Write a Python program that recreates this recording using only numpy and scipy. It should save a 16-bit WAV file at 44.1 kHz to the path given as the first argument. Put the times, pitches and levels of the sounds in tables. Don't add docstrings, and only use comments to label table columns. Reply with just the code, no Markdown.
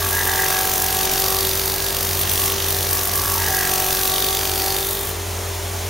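import sys
import numpy as np
from scipy import signal
from scipy.fft import rfft, irfft, next_fast_len
from scipy.io import wavfile
from scipy.ndimage import uniform_filter1d

SR = 44100
rng = np.random.default_rng(int(sys.argv[2]) if len(sys.argv) > 2 else 0)


def natural_amplitude(level_db):
    exponent = np.asarray(level_db, float) / 20
    return 10 ** exponent


def dump(signal):
    limited = np.clip(np.atleast_2d(signal).T, -1, 1)
    pcm = np.round(limited * 32767).astype(np.int16)
    wavfile.write(sys.argv[1], SR, pcm)


N = 259749
HZ = np.fft.rfftfreq(next_fast_len(N), 1 / SR) + 1

# (time [s], speed [turns per s])
SHAFT_SPEED = [(0.0, 49.496), (0.12, 48.688), (0.25, 47.795), (0.4, 47.743), (0.6, 47.374), (0.8, 47.435),
               (1.0, 47.497), (1.23, 47.762), (1.47, 48.183), (1.72, 48.345), (1.96, 48.604),
               (2.21, 48.955), (2.45, 48.683), (2.7, 48.813), (2.94, 48.812), (3.15, 48.833), (3.3, 49.068),
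               (3.4, 48.578), (3.5, 47.79), (3.6, 47.303), (3.75, 47.096), (3.93, 47.221), (4.17, 47.551),
               (4.42, 47.938), (4.66, 48.098), (4.8, 48.328), (4.95, 49.026), (5.1, 49.468), (5.25, 49.544),
               (5.5, 49.48), (5.89, 49.617)]
# (time [s], bite [dB])
BITE = [(0.0, -2.5), (0.55, 0.2), (1.2, 0.5), (1.9, -4.5), (2.5, -0.4), (3.1, -4), (3.75, 0.9), (4.3, -1.2),
        (4.7, -3), (4.95, -11.5), (5.2, -27)]
# (time [s], place [0 rim to 1 centre])
PLACE = [(0.0, 0.091), (.4, .05), (.9, 0.21), (1.4, 0.6), (1.9, 0.82), (2.7, 0.76), (3.1, 0.51),
         (3.8, 0.038), (4.03, 0.2), (4.15, 0.88), (4.4, 0.67), (4.72, 0.55), (4.86, 0.76), (5.1, 1)]
LIFT_END_S, LIFT_LENGTH_S = 5.15, .045

# (frequency [Hz], noise density [dB, relative])
AIR_SHAPE = [(35, -36), (60, -15), (103, -12), (145, -17.5), (300, -17), (396, -13), (490, -14), (745, -12),
             (1250, -19), (1970, -18.5), (2700, -21), (3300, -19.5), (4690, -22), (6400, -19), (8600, -22),
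             (15700, -25.5)]
AIR_DB = -28

# (multiple of the shaft rate, idle level [dB], loaded level [dB])
HUM_LINES = [(1, -39, -39), (2, -49, -44.5), (3, -58, -46), (4, -51, -48), (7, -49, -49), (12, -50, -54)]
# (multiple of the shaft rate, resonance [Hz], width [Hz], top level [dB], waver [dB])
SWELLING_LINES = [(9, 428.0, 26, -42.5, 3.0)]
# (time [s], level [dB])
DRONE = [(0, -35), (.3, -36), (.5, -35), (.9, -35), (1.2, -35.5), (1.5, -30), (1.7, -33.5), (2.1, -35.5),
         (2.35, -36), (2.7, -34.5), (2.9, -36.5), (3.9, -38.5), (4.1, -36), (4.7, -33), (4.9, -33),
         (5.1, -40), (5.89, -39.5)]
# (time [s], level [dB])
WHINE = [(0, -45), (.17, -50), (.28, -30.5), (.7, -32), (1.0, -33.5), (1.32, -31.5), (1.4, -39),
         (1.75, -66), (3.42, -60), (3.5, -30), (3.9, -34), (4.33, -32.5), (4.41, -37.5), (4.8, -39),
         (4.88, -57), (5.89, -50)]
# (time [s], level [dB])
BEARING = [(0, -30), (.3, -34.5), (.55, -45), (.85, -35), (1.12, -44), (1.5, -31.5), (1.88, -39.5),
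           (2.1, -29.5), (2.5, -32.5), (2.8, -28), (3.05, -33), (3.45, -29.5), (3.62, -40), (4.2, -45),
           (4.5, -34), (4.9, -39), (5.13, -31.5), (5.89, -29)]
BEARING_MULTIPLE = 1.79

# (frequency [Hz], width [Hz], grit over knock [dB])
TABLE_MODES = [(900, 110, -3), (1135, 75, -13), (1325, 30, -14), (1650, 90, -8), (1765, 100, -8),
               (1925, 110, -8)]
TABLE_RING_DB = [-46, -46.5, -51, -47, -50, -50]
RIM_GAIN_DB, RING_WAVER_DB = 7.5, 1.0
KNOCK_ANGLE_TURNS, KNOCK_JITTER_S = .89, .00003
# (start [s], length [s], mode [Hz], level [dB])
SQUEALS = [(0.0, 0.07, 1135, -34), (0.0, .06, 1650, -32), (.115, .1, 1650, -26), (.27, .03, 1650, -26),
           (.31, .04, 1650, -30), (.37, .08, 1650, -27), (.16, .06, 1850, -29), (.27, .03, 1850, -29),
           (.31, .05, 1850, -34), (.37, .08, 1850, -29.5), (.25, .35, 1135, -39), (.1, .3, 900, -35.5),
           (.45, .27, 1325, -41), (.5, .08, 1650, -28.5), (.58, .08, 1650, -32), (.79, .17, 1650, -36),
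           (.9, .14, 1135, -38), (1.22, .19, 1135, -34.5), (1.75, .2, 1650, -39), (2.38, .15, 1135, -35.5),
           (2.9, .2, 1135, -38.5), (3.13, .05, 1650, -35), (3.24, .05, 1650, -34), (3.15, .21, 1135, -32.5),
           (3.22, .16, 1325, -37), (3.38, .09, 1650, -30.5), (3.47, .05, 1650, -33),
           (3.52, .16, 1650, -29.5), (3.38, .12, 1850, -34.5), (3.52, .05, 1850, -35),
           (3.58, .08, 1850, -31), (3.34, .16, 900, -35), (3.64, .13, 1325, -41), (3.88, .13, 1650, -35),
           (3.82, .18, 1135, -41), (4.02, .33, 1135, -35.5)]
SQUEAL_REACH = .05
SQUEAL_EDGE_S, SQUEAL_FADE_DB_PER_S = .03, 350

# (peak level [dB], ring [Hz])
SNAG_RIM = (-18, 7300)
# (peak level [dB], ring [Hz])
SNAG_CENTRE = (-13.5, 2480)
# (level [dB], ring [Hz])
SNAG_WAVER = (0.32, 220)
SNAG_ANGLE_TURNS, SNAG_FOLLOWS = .38, .6

# (frequency [Hz], width [Hz], level [dB])
BODY_MODES = [(171, 120, -10.5), (428, 160, -5.5), (619, 48, -5.5), (726, 71, -1)]
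# (angle [turns], width [turns], rasp lift [dB], hiss lift [dB])
HIGH_SPOTS = [(0.17, 0.011, 3.5, 0.5), (.29, 0.081, 6, -4), (.38, 0.1, -3.5, 9.5), (.47, 0.018, 7.5, -5),
              (.88, 0.023, 3, 9)]
# (frequency [Hz], noise density [dB, relative])
RASP_SHAPE = [(1100, -3.5), (1900, -2.5), (2200, -7.5), (2600, -1), (4600, -0.5), (6300, 3.5), (7400, -15),
              (8500, -64), (11000, -47)]
# (frequency [Hz], noise density [dB, relative])
HISS_SHAPE = [(5000, -25), (6500, -9), (7500, -4), (9000, -4), (10500, -4), (12200, 0), (14000, -1.5),
              (15700, -1.5)]
# (level at 0 dB bite [dB], change [dB per dB of bite], waver [dB])
BODY_LEVEL = (-38.5, 1, 2.3)
# (level at 0 dB bite [dB], change [dB per dB of bite], waver [dB])
RASP_LEVEL = (-28, 0.84, 0.48)
# (level at 0 dB bite [dB], change [dB per dB of bite], waver [dB])
HISS_LEVEL = (-20.5, 0.33, 0.43)
# (time of the lowest point [s], depth [dB], way back [s])
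TREBLE_DIPS = [(1.07, 7, 0.053), (1.77, 4, .3), (2.24, 6, 0.094), (2.54, 6.5, 0.21), (2.85, 5, 0.058),
               (3.1, 6, 0.05), (4.09, 2, 0.59)]
DIP_FALL_S = .013
# (frequency [Hz], width [Hz])
FACE_MODES = [(3650, 520), (4550, 650)]
# (time [s], lower mode [dB], upper mode [dB])
FACE_DB = [(0, -48, -64), (.9, -54, -50), (1.3, -40, -37), (1.9, -46.5, -39), (2.6, -47, -50),
           (3.1, -55, -64), (3.9, -61, -56), (4.15, -38, -38), (4.38, -36, -37), (4.5, -54, -42),
           (4.72, -40, -32), (4.85, -38, -42), (5.0, -39, -54), (5.15, -48, -56)]
FACE_WANDER_HZ = 130

SMEAR_S = .01
# (frequency [Hz], side over mid [dB])
PORT_SIDE = [(40, -32), (130, -20), (380, -13), (700, -7), (1300, -13), (2400, -22), (3200, -10),
             (4600, -12.5), (5500, -17.5), (6800, -15.5), (7800, 6.5), (8600, -18), (11000, -21.5),
             (15000, -21)]
# (frequency [Hz], left over right [dB])
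PORT_TILT = [(60, 0.0), (110, 0.0), (200, 1.0), (380, 3.5), (700, -1.5), (1290, 1.0), (2380, 0.0),
             (4400, 0.0), (8120, 0.0), (15000, 0.0)]
# (frequency [Hz], width [Hz], gain [dB])
MID_HOLE = (8000, 600, -8)
# (start [s], length [s])
STEREO_TIMES = [(1.01, .13), (1.19, .03), (1.78, .13), (2.19, .15), (2.38, .09), (2.52, .21), (2.85, .15),
                (3.08, .12), (4.08, .27)]
# (frequency [Hz], side over mid [dB])
STEREO_SHAPE = [(4500, -34), (5500, -28), (6500, -15), (7500, -24), (8700, -1.5), (15700, -4)]
TOP_HZ = 15780


def rms_one(x):
    return x / np.sqrt(np.mean(x ** 2) + 1e-20)


def in_time(rows):
    s, *columns = np.transpose(rows)
    t = np.arange(N) / SR
    return [np.interp(t, s, column) for column in columns]


def at_hz(points):
    hz, db = np.transpose(points)
    return np.interp(np.log(HZ), np.log(hz), db)


def shaped(x, gain):
    size = next_fast_len(N)
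    return irfft(rfft(x, size) * gain, size)[..., :N]


def resonances(modes):
    power = 0
    for hz, width, db in modes:
        power = power + natural_amplitude(db) ** 2 / (1 + (2 * (HZ - hz) / width) ** 2) ** 2
    return np.sqrt(power)


def peak_filter(centre_hz, width_hz):
    r = np.exp(-np.pi * width_hz / SR)
    b = [(1 - r * r) / 2, 0, (r * r - 1) / 2]
    a = [1, -2 * r * np.cos(2 * np.pi * centre_hz / SR), r * r]
    return b, a


def peak(x, centre_hz, width_hz):
    b, a = peak_filter(centre_hz, width_hz)
    return signal.lfilter(b, a, x)


def moving_peak(x, centre_hz, width_hz):
    out, state = np.zeros(N), np.zeros(2)
    for i in range(0, N, 512):
        b, a = peak_filter(centre_hz[i], width_hz)
        out[i:i + 512], state = signal.lfilter(b, a, x[i:i + 512], zi=state)
    return out


def drift(rate):
    knots = rng.standard_normal(int(N / SR * 100) + 2)
    return np.interp(np.arange(N) / SR * rate, np.arange(len(knots)), knots) * 1.2


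def from_angle(turns, angle):
    return (turns - angle + .5) % 1 - .5


def grit(turns, repeat, wear, coarse_db):
    size = 1024
    keep, repeat = np.clip(1 - wear, 0, .999), np.clip(repeat, 0, 1)
    rows = rng.standard_normal((340, size))
    surface = signal.lfilter([1], [1, -keep], rows, axis=0)[40:].ravel()
    seen = rms_one(np.interp(turns * size, np.arange(len(surface)), surface))
    signs = rng.choice([-1, 1], N)
    fresh = signs * natural_amplitude(coarse_db * np.minimum(rng.exponential(1, N), 5))
    return np.sqrt(repeat) * seen + np.sqrt(1 - repeat) * rms_one(fresh)


def air(turns):
    whirr = grit(turns, repeat=.24, wear=.11, coarse_db=3.0) * natural_amplitude(.25 * drift(10.0))
    return natural_amplitude(AIR_DB) * rms_one(shaped(whirr, natural_amplitude(at_hz(AIR_SHAPE))))


def motor(turns, speed, contact):
    lines = []
    for multiple, hz, width, top_db, waver_db in SWELLING_LINES:
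        below_top_db = 20 * np.log10(1 + (2 * (multiple * speed - hz) / width) ** 2)
        lines.append((multiple, top_db - below_top_db + waver_db * drift(7.6)))
    lines.append((8, in_time(DRONE)[0] + 1.2 * drift(11.0)))
    lines.append((BEARING_MULTIPLE, in_time(BEARING)[0]))
    lines.append((16, in_time(WHINE)[0] + 1.0 * drift(14.0)))
    for multiple, idle_db, loaded_db in HUM_LINES:
        lines.append((multiple, idle_db + contact * (loaded_db - idle_db)))
    hum = 0
    for multiple, db in lines:
        level = np.sqrt(2) * natural_amplitude(db + 1.0 * drift(2.84))
        phase = 2 * np.pi * (multiple * turns + rng.random()) + .41 * drift(13.0)
        hum = hum + level * np.sin(phase)
    return hum


def singing(hz, steady_db):
    t = np.arange(0, N + 64, 64) / SR
    power = 0 * t
    for start, length, mode_hz, db in SQUEALS:
        if abs(hz / mode_hz - 1) < SQUEAL_REACH:
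            rise = np.clip((t - start) / SQUEAL_EDGE_S + .5, 0, 1)
            fade_db = SQUEAL_FADE_DB_PER_S * np.maximum(t - start - length, 0)
            power = power + (natural_amplitude(db - fade_db) * rise) ** 2
    return np.sqrt(natural_amplitude(steady_db) ** 2 + np.interp(np.arange(N) / SR, t, power))


def table(turns):
    laps = np.flatnonzero(np.diff(np.floor(turns - KNOCK_ANGLE_TURNS)))
    chance = rng.standard_normal((len(laps), 2))
    late = (chance[:, 0] * KNOCK_JITTER_S * SR).astype(int)
    knocks = np.zeros(N)
    knocks[np.clip(laps + late, 0, N - 1)] = natural_amplitude(1.5 * chance[:, 1])
    rubbing = grit(turns, repeat=.5, wear=.15, coarse_db=2.0)
    rim = 1 - in_time(PLACE)[0]
    out = 0
    for (hz, width, grit_db), ring_db in zip(TABLE_MODES, TABLE_RING_DB):
        drive = rms_one(knocks) + natural_amplitude(grit_db) * rubbing
        ring = peak(peak(drive, hz, width), hz, width)
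        even = ring / np.sqrt(uniform_filter1d(ring ** 2, size=2800) + 1e-15)
        level = singing(hz, ring_db + RIM_GAIN_DB * rim) * natural_amplitude(RING_WAVER_DB * drift(12.0))
        out = out + level * even
    return out


def snag(turns):
    place, = in_time(PLACE)
    peak_db, ring_hz = [rim + place * (centre - rim) + waver * drift(4.07)
                        for rim, centre, waver in zip(SNAG_RIM, SNAG_CENTRE, SNAG_WAVER)]
    off = from_angle(turns, SNAG_ANGLE_TURNS)
    burst = np.exp(-.5 * (off / np.where(off < 0, .018, .009)) ** 2)
    scratch = grit(turns, repeat=.8, wear=.1, coarse_db=1.0) * burst * natural_amplitude(.6 * drift(30.0))
    ringing = scratch + natural_amplitude(2.0) * moving_peak(scratch, ring_hz, 1500)
    band = signal.butter(2, [2200, 6800], "band", fs=SR, output="sos")
    coloured = signal.sosfilt(band, ringing)
    evened = coloured / np.sqrt(uniform_filter1d(coloured ** 2, size=3650) + 1e-12)
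    level = natural_amplitude(peak_db + SNAG_FOLLOWS * in_time(BITE)[0])
    return level * evened * np.sqrt(np.mean(burst ** 2))


def throb(turns, column, wobble, uneven_db):
    power = 1
    for angle, width, *lift_db in HIGH_SPOTS:
        off = from_angle(turns, angle + wobble * drift(1.65))
        extra = np.maximum(natural_amplitude(lift_db[column]) ** 2 - 1, 0) * natural_amplitude(uneven_db * drift(30.0)) ** 2
        power = power + extra * np.exp(-.5 * (off / width) ** 2)
    return np.sqrt(power)


def treble_dips():
    t = np.arange(N) / SR
    return sum(np.interp(t, [s - DIP_FALL_S, s, s + back_s], [0, -depth_db, 0])
               for s, depth_db, back_s in TREBLE_DIPS)


def sanding(turns):
    bite_db, = in_time(BITE)
    body_db, rasp_db, hiss_db = [db + follows * bite_db + waver_db * drift(7.7)
                                 for db, follows, waver_db in (BODY_LEVEL, RASP_LEVEL, HISS_LEVEL)]
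    shaking = grit(turns, repeat=.65, wear=.12, coarse_db=2.0)
    scrape = grit(turns, repeat=.25, wear=.3, coarse_db=2.0)
    scrape = scrape * throb(turns, column=0, wobble=.01, uneven_db=1.5)
    dust = grit(turns, repeat=0, wear=1, coarse_db=1.5)
    dust = dust * throb(turns, column=1, wobble=.015, uneven_db=1.5)
    layers = [(shaped(shaking, resonances(BODY_MODES)), body_db),
              (shaped(scrape, natural_amplitude(at_hz(RASP_SHAPE))), rasp_db),
              (shaped(dust, natural_amplitude(at_hz(HISS_SHAPE))), hiss_db + treble_dips())]
    for (hz, width), face_db in zip(FACE_MODES, in_time(FACE_DB)):
        gliding = moving_peak(scrape, hz + FACE_WANDER_HZ * drift(6.0), width)
        layers.append((peak(gliding, hz, 2 * width), face_db))
    return sum(natural_amplitude(db) * rms_one(layer) for layer, db in layers)


def scene():
    speed, = in_time(SHAFT_SPEED)
    turns = np.cumsum(speed) / SR
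    contact = np.clip((LIFT_END_S - np.arange(N) / SR) / LIFT_LENGTH_S, 0, 1)
    hum = motor(turns, speed, contact)
    noise = air(turns) + contact * (table(turns) + snag(turns) + sanding(turns))
    delay_s = SMEAR_S * rng.random(400)[(HZ / SR * 798).astype(int)]
    phase = 2 * np.pi * np.cumsum(delay_s) * (HZ[1] - HZ[0])
    scattered = shaped(noise, np.exp(-1j * phase))
    return np.array([hum + noise, shaped(hum, 1j) + scattered])


def band_limit(x):
    return signal.sosfilt(signal.butter(12, 16780, fs=SR, output="sos"), x)


def record(dry):
    hz, width, db = MID_HOLE
    mid = shaped(dry[0], natural_amplitude(db / (1 + (2 * (HZ - hz) / width) ** 2)))
    side = shaped(dry[1], natural_amplitude(at_hz(PORT_SIDE)))
    t = np.arange(N) / SR
    stereo_on = sum((t > start) & (t < start + length) for start, length in STEREO_TIMES)
    stereo_on = uniform_filter1d(stereo_on * 1., size=400)
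    side = side + stereo_on * shaped(dry[1], natural_amplitude(at_hz(STEREO_SHAPE)))
    tilt_db = at_hz(PORT_TILT) / 2
    gains = natural_amplitude(np.array([tilt_db, -tilt_db])) * (HZ < TOP_HZ)
    mix = shaped(np.array([mid + side, mid - side]), gains)
    return band_limit(mix)


dry = scene()
out = record(dry)
dump(out)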